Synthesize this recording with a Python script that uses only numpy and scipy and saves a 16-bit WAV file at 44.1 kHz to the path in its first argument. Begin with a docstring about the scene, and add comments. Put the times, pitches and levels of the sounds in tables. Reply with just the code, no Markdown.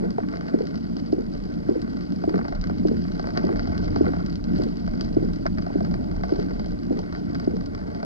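"""Inside a car on a narrow wet forest road, wipers knock twice at every turn: short pulsed tones with a
noisy rattle. Rain dripping from the trees patters on roof, pillars and screen: random blows excite resonances.
Body and tyres rumble beneath: a wavering low tone and noise through resonances, both varying in level.
A small camera behind the screen adds hiss, dulls two narrow bands and spreads the sound in stereo."""
import sys
import numpy as np
from scipy import signal
from scipy.fft import rfft, irfft, next_fast_len
from scipy.io import wavfile
from scipy.ndimage import uniform_filter1d

SR = 44100
rng = np.random.default_rng(int(sys.argv[2]) if len(sys.argv) > 2 else 0)


def waveform_to_disk(signal):
    """Save audio, clipped to [-1, 1], as 16-bit WAV at the path in sys.argv[1]."""
    frames = np.transpose(np.atleast_2d(signal))
    scaled = np.clip(frames, -1, 1) * 32767
    samples = np.round(scaled).astype(np.int16)
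    wavfile.write(sys.argv[1], SR, samples)


N = 354995  # length [samples]
T = np.arange(N) / SR  # time [s]
M = next_fast_len(N)  # transform length [samples]
HZ = np.maximum(np.arange(M // 2 + 1) * SR / M, 1)  # frequency of each transform bin, at least 1 [Hz]


def undb(db):
    """Decibels to amplitude: 20 dB is a factor of ten."""
    return 10 ** (np.asarray(db) / 20)


def level(x, db):
    """Scale to a root-mean-square level [dB]."""
    return x * undb(db) / np.sqrt(np.mean(x ** 2))


def over_hz(table):
    """Spectral interpolation: a (frequency [Hz], value) table read on a logarithmic frequency axis."""
    hz, value = np.transpose(table)
    return np.interp(np.log(HZ), np.log(hz), value)


def over_time(table):
    """Linear interpolation: the columns of a curve table read at every sample."""
    s, *columns = np.transpose(table)
    return [np.interp(T, s, column) for column in columns]


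def colour(x, gain):
    """Linear filtering: multiply the spectrum by a gain given at every frequency."""
    return irfft(rfft(x, M) * gain, M)[..., :N]


def ring(x, modes, steep=1.57, damp=1):
    """Modal superposition: parallel resonances, neighbours in opposite phase.

    steep sets how fast their skirts fall, damp widens them.
    """
    response = 0
    for k, (hz, width_hz, db) in enumerate(modes):
        detuning = (HZ ** 2 - hz ** 2) / (HZ * width_hz * damp)
        response = response + (-1) ** k * undb(db) / (1 + 1j * detuning) ** steep
    return colour(x, response)


def walk(rate):
    """Low-pass random modulation: levels held 1 / rate s and smoothed twice; spread near 0.5."""
    hold = int(SR / rate)
    steps = np.repeat(rng.standard_normal(N // hold + 1), hold)
    return 0.67 * uniform_filter1d(uniform_filter1d(steps, hold), hold)[:N]


def wipers(push_s=0.012, rattle_s=0.015):
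    """Impact excitation: as the blade flips, a soft push sounds a few cycles, then the linkage rattles on."""
    # wiper turns: (time [s], first knock [dB], its tone [Hz], lag of second arm [s], its knock [dB],
    # its tone [Hz], relative rattle [dB])
    turns = [(-.033, -14, 324, 0.06, -25, 330, -23), (.543, -12, 312, .063, -26, 467, -22.5),
             (1.129, -13.5, 320, .054, -21.5, 336, -23.5), (1.692, -11.5, 320, .063, -25, 467, -21),
             (2.277, -16, 321, 0.059, -32.5, 403, -20.5), (2.853, -13.5, 330, .061, -21.5, 417, -23),
             (3.443, -17, 323, .058, -22.5, 320, -24.5), (4.01, -11.5, 327, .063, -24, 422, -24),
             (4.598, -21, 386, 0.053, -29, 343, -26.5), (5.169, -12, 325, 0.057, -24, 356, -24),
             (5.7572, -16, 308, 0.058, -27, 335, -30.5), (6.323, -14, 326, .067, -23, 385, -27),
             (6.9087, -15, 290, 0.057, -22.5, 347, -23.5), (7.476, -13.5, 325, 0.058, -26, 326, -27)]
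    # resonances of the linkage: (frequency [Hz], width [Hz], relative level [dB])
    linkage = [(210, 90, -0.5), (320, 187, 2), (460, 136, 0), (760, 97, -19)]
    second_rattle_db = -1.5  # rattle of the second arm against the first
    tick_hz, tick_db, tick_s, tick_lead_s = 633, -17.5, 0.0019, .002  # level against the knock
    out, kick, t = np.zeros(N + SR), np.zeros(N), T[:SR // 10]
    push = np.sin(np.pi * np.minimum(t / push_s, 1) ** 0.73) ** 1.5
    # the lip of the blade starts to tick just before the knock
    lip = (t / tick_s) ** 2 * np.exp(-t / tick_s)
    tick = undb(tick_db) * lip / lip.max() * np.sin(2 * np.pi * tick_hz * t)
    lead = int(tick_lead_s * SR)
    for turn_s, first_db, first_hz, lag_s, second_db, second_hz, turn_rattle_db in turns:
        first_arm = (turn_s, first_db, first_hz, turn_rattle_db)
        second_arm = (turn_s + lag_s, second_db, second_hz, turn_rattle_db + second_rattle_db)
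        for s, db, hz, rattle_db in (first_arm, second_arm):
            i = int((s - .0018) * SR)  # the push begins ahead of the listed time
            if i >= lead:
                tone = np.sin(2 * np.pi * hz * t)
                out[i - lead:i - lead + len(t)] += undb(db) * tick
                out[i:i + len(t)] += undb(db) * push / push.max() * tone
                kick[i] = undb(rattle_db)
    age = T[:SR // 4] / rattle_s
    swell = signal.fftconvolve(kick, age * np.exp(-age))[:N]
    return out[:N] + swell * level(ring(rng.standard_normal(N), linkage), 0)


def splash(kick, fade_s):
    """Noise burst with exponential decay: each blow becomes a short fading crackle."""
    tail = np.exp(-np.arange(SR // 20) / (fade_s * SR))
    tail = tail * (1 - tail ** 6)  # soft onset: the burst rises quickly, then fades
    return signal.fftconvolve(kick, tail)[:N] * rng.standard_normal(N)


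def patter(per_s, scatter_db, bunch_db):
    """Random point process of varying rate: small drops in bunches, many faint and a few strong."""
    when, size = rng.random((2, N))
    lands = when < per_s * undb(bunch_db * walk(30)) / SR
    return lands * undb(np.minimum(-scatter_db * np.log(size), 16))


def rain():
    """Forced modal response: spray, fine patter and big drops ring roof, pillars and screen, with a high snap."""
    # fine patter: (time [s], roof level [dB], pillars level [dB], screen level [dB]), before the gusts
    fine_levels = [(0.0, -44, -55.5, -65), (0.12, -52, -58.5, -62), (0.4, -47, -55, -60.5),
                   (0.83, -54, -59, -62), (1.3, -53.5, -59.5, -61), (1.8, -54, -59, -62.5),
                   (2.31, -53, -59, -61), (2.44, -46, -54.5, -61), (3.03, -56, -60, -60),
                   (3.38, -42.5, -53, -58), (4.01, -47.5, -52, -56), (4.26, -51.5, -55.5, -61.5),
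                   (4.64, -52, -58.5, -57.5), (5.16, -46.5, -56, -58.5), (5.52, -56.5, -62.5, -63),
                   (5.83, -43.5, -53, -58.5), (6.14, -48, -60.5, -64), (6.48, -46, -54.5, -57.5),
                   (6.75, -52, -57, -61), (7.15, -50, -57, -60), (7.62, -50.5, -59.5, -63.5),
                   (8.05, -44.5, -54, -63)]
    # big drops, before the gains below: (time [s], screen [dB], roof [dB], pillars [dB], snap [dB])
    big_drops = [(0.105, -40, -55, -56, -65), (0.1825, -52, -22.5, -56, -77), (0.2031, -54, -40, -43, -76),
                 (0.234, -59, -36, -44, -76), (0.2865, -42.5, -52, -42, -72),
                 (0.3376, -58, -37.5, -39, -72), (0.37, -41.5, -46, -43, -72),
                 (0.4091, -42, -40, -41.5, -74), (0.4664, -47, -47, -55, -76),
                 (0.4821, -45, -48, -42.5, -76), (0.588, -42.5, -41, -44, -68),
                 (0.67, -38.5, -55, -45, -74), (0.6926, -51, -55, -59, -76), (0.7429, -45, -40, -43.5, -72),
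                 (0.756, -39.5, -49, -49, -76), (0.7763, -43.5, -42, -51, -76),
                 (0.9671, -38.5, -36.5, -53, -73), (0.9993, -44, -55, -61, -76),
                 (1.061, -44, -49, -60, -79), (1.1243, -40, -54, -59, -74), (1.4017, -48, -59, -54, -76),
                 (1.4377, -46, -57, -55, -74), (1.5395, -44, -57, -65, -76), (1.686, -62, -46, -47, -75),
                 (1.817, -39, -66, -50, -59), (1.8773, -54, -37, -46, -78), (1.8996, -47, -53, -59, -74),
                 (1.969, -43.5, -40, -44.5, -73), (2.0087, -43, -58, -47, -74), (2.104, -48, -54, -49, -76),
                 (2.1215, -40.5, -43, -50, -72), (2.1924, -53, -56, -64, -76), (2.238, -48, -25, -43, -78),
                 (2.2644, -55, -51, -58, -68), (2.292, -48, -31, -42, -66), (2.3412, -50, -28, -35.5, -72),
                 (2.357, -43, -41, -36.5, -72), (2.3787, -43, -32, -39, -74),
                 (2.39, -48, -29.5, -38.5, -74), (2.4124, -60, -39, -40, -78), (2.451, -60, -30, -39, -76),
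                 (2.482, -39.5, -35, -42, -75), (2.524, -44, -31, -40, -77), (2.5508, -44, -37, -46.5, -76),
                 (2.6131, -36.5, -63, -50, -66), (2.64, -37, -42, -39, -72), (2.671, -41, -40.5, -44, -73),
                 (2.6968, -46, -28.5, -39.5, -76), (2.783, -42, -45, -51, -73),
                 (2.8723, -38.5, -50, -58, -70), (2.884, -38, -47, -41, -73), (2.969, -44, -55, -45, -70),
                 (3.0512, -58, -43, -43, -76), (3.0824, -51, -50, -45, -74), (3.119, -40, -43, -46, -73),
                 (3.153, -43.5, -48, -45, -73), (3.178, -46, -47, -56, -73), (3.1951, -36, -30, -38, -69),
                 (3.228, -43.5, -49, -56, -70), (3.2412, -55, -31, -39, -73),
                 (3.2706, -38.5, -30, -38.5, -63), (3.288, -50, -34, -41.5, -76),
                 (3.305, -43, -50, -41, -74), (3.3506, -55, -42, -48, -76), (3.365, -49, -38, -40, -74),
                 (3.3739, -27, -25, -29.5, -65), (3.3915, -55, -45, -42, -72), (3.4507, -40, -44, -54, -72),
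                 (3.4905, -50, -27, -40, -75), (3.527, -48, -43, -38.5, -70), (3.559, -42.5, -34, -40, -76),
                 (3.5942, -35.5, -37, -33, -71), (3.673, -40, -33, -48, -74), (3.719, -47, -34, -47, -75),
                 (3.7785, -34, -49, -42.5, -66), (3.813, -55, -53, -54, -76), (3.8354, -53, -43, -50, -78),
                 (3.845, -41.5, -43, -58, -74), (3.96, -36, -24.5, -35, -74),
                 (4.0446, -58, -29.5, -43, -79), (4.0653, -46, -26.5, -35, -75),
                 (4.088, -58, -37, -42, -76), (4.119, -48, -38, -50, -75), (4.134, -50, -31.5, -39, -75),
                 (4.167, -49, -35, -44.5, -76), (4.193, -66, -34.5, -47, -74), (4.262, -36, -61, -49, -64),
                 (4.2976, -41, -53, -61, -71), (4.327, -42, -52, -52, -72), (4.356, -36, -60, -54, -72),
                 (4.4408, -38, -43, -53, -67), (4.5182, -48, -55, -55, -75), (4.569, -46, -53, -57, -70),
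                 (4.586, -45, -38, -62, -61), (4.6192, -39, -33.5, -56, -62), (4.6357, -37, -39, -55, -57),
                 (4.6753, -53, -52, -51, -74), (4.7702, -41, -54, -56, -69), (4.8766, -43, -33.5, -40, -73),
                 (5.0095, -28, -43, -38.5, -55), (5.0452, -41.5, -47, -60, -68),
                 (5.089, -47, -54, -50, -74), (5.1275, -45.5, -59, -60, -73), (5.335, -40, -60, -46, -64),
                 (5.36, -43, -48, -53, -72), (5.4553, -52, -23, -50, -72), (5.4645, -34, -34.5, -28.5, -73),
                 (5.548, -50, -54, -61, -76), (5.5744, -47, -38, -45, -79),
                 (5.584, -40.5, -34.5, -34.5, -76), (5.6228, -42.5, -49, -44.5, -80),
                 (5.6648, -46, -30.5, -44, -75), (5.702, -61, -30.5, -57, -80),
                 (5.8054, -45, -28, -41.5, -69), (5.8487, -40, -38, -40.5, -72),
                 (5.912, -44, -45, -45, -76), (5.9408, -40, -32, -38.5, -78),
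                 (6.1136, -45, -50, -44.5, -78), (6.235, -39, -27, -35, -72), (6.3612, -42, -47, -57, -80),
                 (6.398, -38.5, -48, -41.5, -68), (6.427, -42, -45, -46, -76), (6.5078, -49, -38, -44, -78),
                 (6.5952, -40, -31.5, -43, -72), (6.66, -41, -36.5, -57, -70), (6.719, -46, -41, -64, -76),
                 (6.8329, -45, -50, -48, -74), (6.9726, -47, -50, -46, -72), (6.99, -36.5, -29, -52, -70),
                 (7.1254, -41.5, -36, -38.5, -80), (7.1497, -44, -39, -39, -78),
                 (7.2586, -57, -58, -67, -72), (7.2976, -56, -41, -49, -78), (7.3476, -37.5, -40, -44, -66),
                 (7.3532, -44, -45, -38, -78), (7.398, -39, -37, -42, -60), (7.446, -46, -58, -63, -74),
                 (7.567, -43, -37, -46, -76), (7.6097, -44, -55, -47, -74), (7.66, -39.5, -55, -49, -65),
                 (7.7488, -39.5, -39, -39.5, -65), (7.814, -55, -44, -48, -78), (7.948, -44, -63, -44, -72),
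                 (8.0289, -40.5, -25.5, -41, -71)]
    # resonances of each surface: (frequency [Hz], width before damping [Hz], relative level [dB])
    roof_modes = [(427, 77, 10), (605.6, 33, 7), (685, 55, 6), (890, 110, -4)]
    pillar_modes = [(1117, 101, -3.5), (1478, 187, -1.5), (2087, 356, -13.5)]
    screen_modes = [(3100, 890, -8), (4370, 580, -5), (4794, 182, 4.5), (5203, 605, -4.5),
                    (6400, 210, -16.5), (8200, 300, -34.5)]
    snap_modes = [(7660, 670, 2.5), (9150, 960, -18.5), (10300, 1700, -6)]
    # a big drop also bends the whole roof panel: (frequency [Hz], width before damping [Hz], relative level [dB])
    thud_modes = [(320, 127, 7.5)]
    spatter_db, spatter_s = -12.5, 0.0092  # droplets thrown off by a big drop: gain, fade
    place_shift = 0.02  # small drops land at two places, tuned this share above and below the mean

    roof_db, pillars_db, screen_db = over_time(fine_levels)
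    s, drop_screen_db, drop_roof_db, drop_pillars_db, drop_snap_db = np.transpose(big_drops)
    shared = patter(per_s=90, scatter_db=4.5, bunch_db=6.0)
    place = rng.choice([-1, 1], N)
    out, gust_db = 0, 2.5 * walk(24)  # the drip comes and goes with the branches overhead
    # modes, body modes, fine level [dB], big drops [dB], fade [s], spray amount, damping, skirt steepness
    surfaces = (
        (roof_modes, thud_modes, roof_db, drop_roof_db + 13.0, .0025, .018, 2.6, 1.75),
        (pillar_modes, [], pillars_db, drop_pillars_db + 21.5, .0018, .009, 1.6, 1.8),
        (screen_modes, [], screen_db, drop_screen_db + 11.0, .001, .012, 1.4, 1.8),
        (snap_modes, [], -88.5, drop_snap_db + 12.0, .0007, .002, 1.4, 1.7))
    for modes, body, fine_db, drop_db, fade_s, spray, damp, steep in surfaces:
        # spray thrown up by the wheels is an even shower under the drops
        small = spray + shared + patter(per_s=240, scatter_db=2.0, bunch_db=5.0)
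        fine = 0
        for p in (-1, 1):
            shifted = [(hz * (1 + p * place_shift), width_hz, db) for hz, width_hz, db in modes]
            fine = fine + ring(splash(small * (place == p), fade_s), shifted)
        big = np.zeros(N)
        big[(s * SR).astype(int)] = undb(drop_db)
        # a big drop lands with a tick before it splashes, and its spatter lingers
        blow = 5.76 * big + 0.56 * splash(big, 1.3 * fade_s)
        blow = blow + undb(spatter_db) * splash(big, spatter_s)
        out = out + level(fine, 0) * undb(fine_db + gust_db)
        out = out + ring(blow, body + modes, steep=steep, damp=damp)  # its weight of water damps the ring
    return out


def road():
    """Random vibration of resonators: the shell booms on a wavering note, rough ground drives floor and tyres."""
    # rumble before random swings: (time [s], floor drone level [dB], tyre rumble level [dB])
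    rumble = [(0.0, -42, -29), (0.2, -45, -33.5), (2.4, -42.5, -31), (2.53, -41.5, -37), (2.8, -35, -27),
              (3.07, -40.5, -30.5), (4.01, -31.5, -30), (4.33, -34.5, -28), (4.46, -39.5, -33),
              (4.57, -35, -25), (4.82, -43, -34.5), (4.87, -37.5, -30.5), (5.92, -36, -29.5),
              (6.12, -32.5, -32), (6.25, -41, -35.5), (6.43, -39, -30.5), (7.5, -38.5, -34),
              (7.98, -42, -36.5), (8.05, -50.5, -38)]
    # shell boom before random swings: (time [s], level [dB])
    boom = [(0.0, -46.5), (0.78, -53), (0.92, -40.5), (0.99, -58), (1.21, -37.5), (2.24, -46),
            (2.31, -33.5), (2.38, -52), (2.6, -29.5), (2.69, -40), (3.5, -42), (3.56, -31.5), (4.15, -42),
            (4.24, -34.5), (4.82, -38.5), (4.91, -24), (5.0, -37.5), (5.87, -39), (6.41, -33), (7.69, -48),
            (7.78, -45.5), (8.05, -53)]
    # resonances of the floor and of the tyre cavities: (frequency [Hz], width [Hz], relative level [dB])
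    floor_modes = [(48, 8.5, -1), (60, 10, -1), (82.8, 19.4, 2.5), (134.1, 21, -2)]
    tyre_modes = [(177.3, 22.3, 3.5), (229.4, 18.6, 0), (260.7, 20.8, -3), (294.8, 39.1, -4.5),
                  (354, 44.3, -12), (458, 82, -23), (607, 81, -27.5)]
    shell_hz, shell_waver_hz = 30.8, 4.06  # mean note, waver per unit of walk
    shake_db, shake_width_hz = -5, 15  # random shaking of the shell, before the sum is normalised

    floor_db, tyres_db = over_time(rumble)
    note = np.sin(2 * np.pi * np.cumsum(shell_hz + shell_waver_hz * walk(11)) / SR)
    floor = ring(rng.standard_normal(N), floor_modes, steep=1.248)
    tyres = ring(rng.standard_normal(N), tyre_modes, steep=1.248)
    shake = ring(rng.standard_normal(N), [(shell_hz, shake_width_hz, 0)])
    shell = note + level(shake, shake_db)
    rough = walk(8.9)  # patches of rougher ground
    shell = level(shell, 0) * undb(over_time(boom)[0] + 5.0 * walk(11.0))
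    floor = level(floor, 0) * undb(floor_db + 1.6 * rough)
    tyres = level(tyres, 0) * undb(tyres_db + 1.3 * rough + 1.9 * walk(26))
    return shell + floor + tyres


def scene():
    """Mid-side stereo in quadrature: the side signal is the cabin sound a quarter cycle off; right leads."""
    # stereo width: (frequency [Hz], side minus mid [dB])
    spread = [(30, -8), (100, -3.5), (170, 0.5), (280, 4), (470, 7), (900, 11), (1500, 5.5), (1800, 13.5),
              (2400, 8.5), (3150, 0.5), (3600, 5), (4600, 3), (6300, 2.5), (9000, -5)]
    # channel balance: (frequency [Hz], left minus right [dB])
    balance = [(30, -0.5), (1000, -0.1), (3000, 1), (6000, 3.5)]
    turn, lean = 1j * undb(over_hz(spread)), undb(over_hz(balance) / 2)
    cabin = road() + rain() + wipers()
    return colour(cabin, np.array([(1 - turn) * lean, (1 + turn) / lean]))


def record(dry):
    """Band-limited pickup: the housing dulls two bands, each channel has its own hiss, the top is cut."""
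    # housing of the microphone: (frequency [Hz], width [Hz], depth [0-1])
    dips = [(1708, 65, 1), (3555, 180, 1)]
    # shape of the hiss before it is scaled: (frequency [Hz], relative spectral density [dB])
    hiss_shape = [(20, 22.5), (150, -11), (1000, 16), (3000, 3.5), (5000, 6.5), (7000, -5), (9000, -9.5),
                  (11000, -6.5)]
    hiss_db, top_hz = -60, 11050  # hiss level before the top cut, edge of the top cut
    housing = 1
    for hz, width_hz, depth in dips:
        housing = housing * (1 - depth / (1 + ((HZ - hz) / (width_hz / 2)) ** 2))
    hiss = colour(rng.standard_normal((2, N)), undb(over_hz(hiss_shape)))
    heard = colour(dry, housing) + level(hiss, hiss_db)
    top_cut = signal.ellip(10, .2, 60, top_hz, fs=SR, output="sos")
    return signal.sosfilt(top_cut, heard)


dry = scene()
out = record(dry)
waveform_to_disk(out)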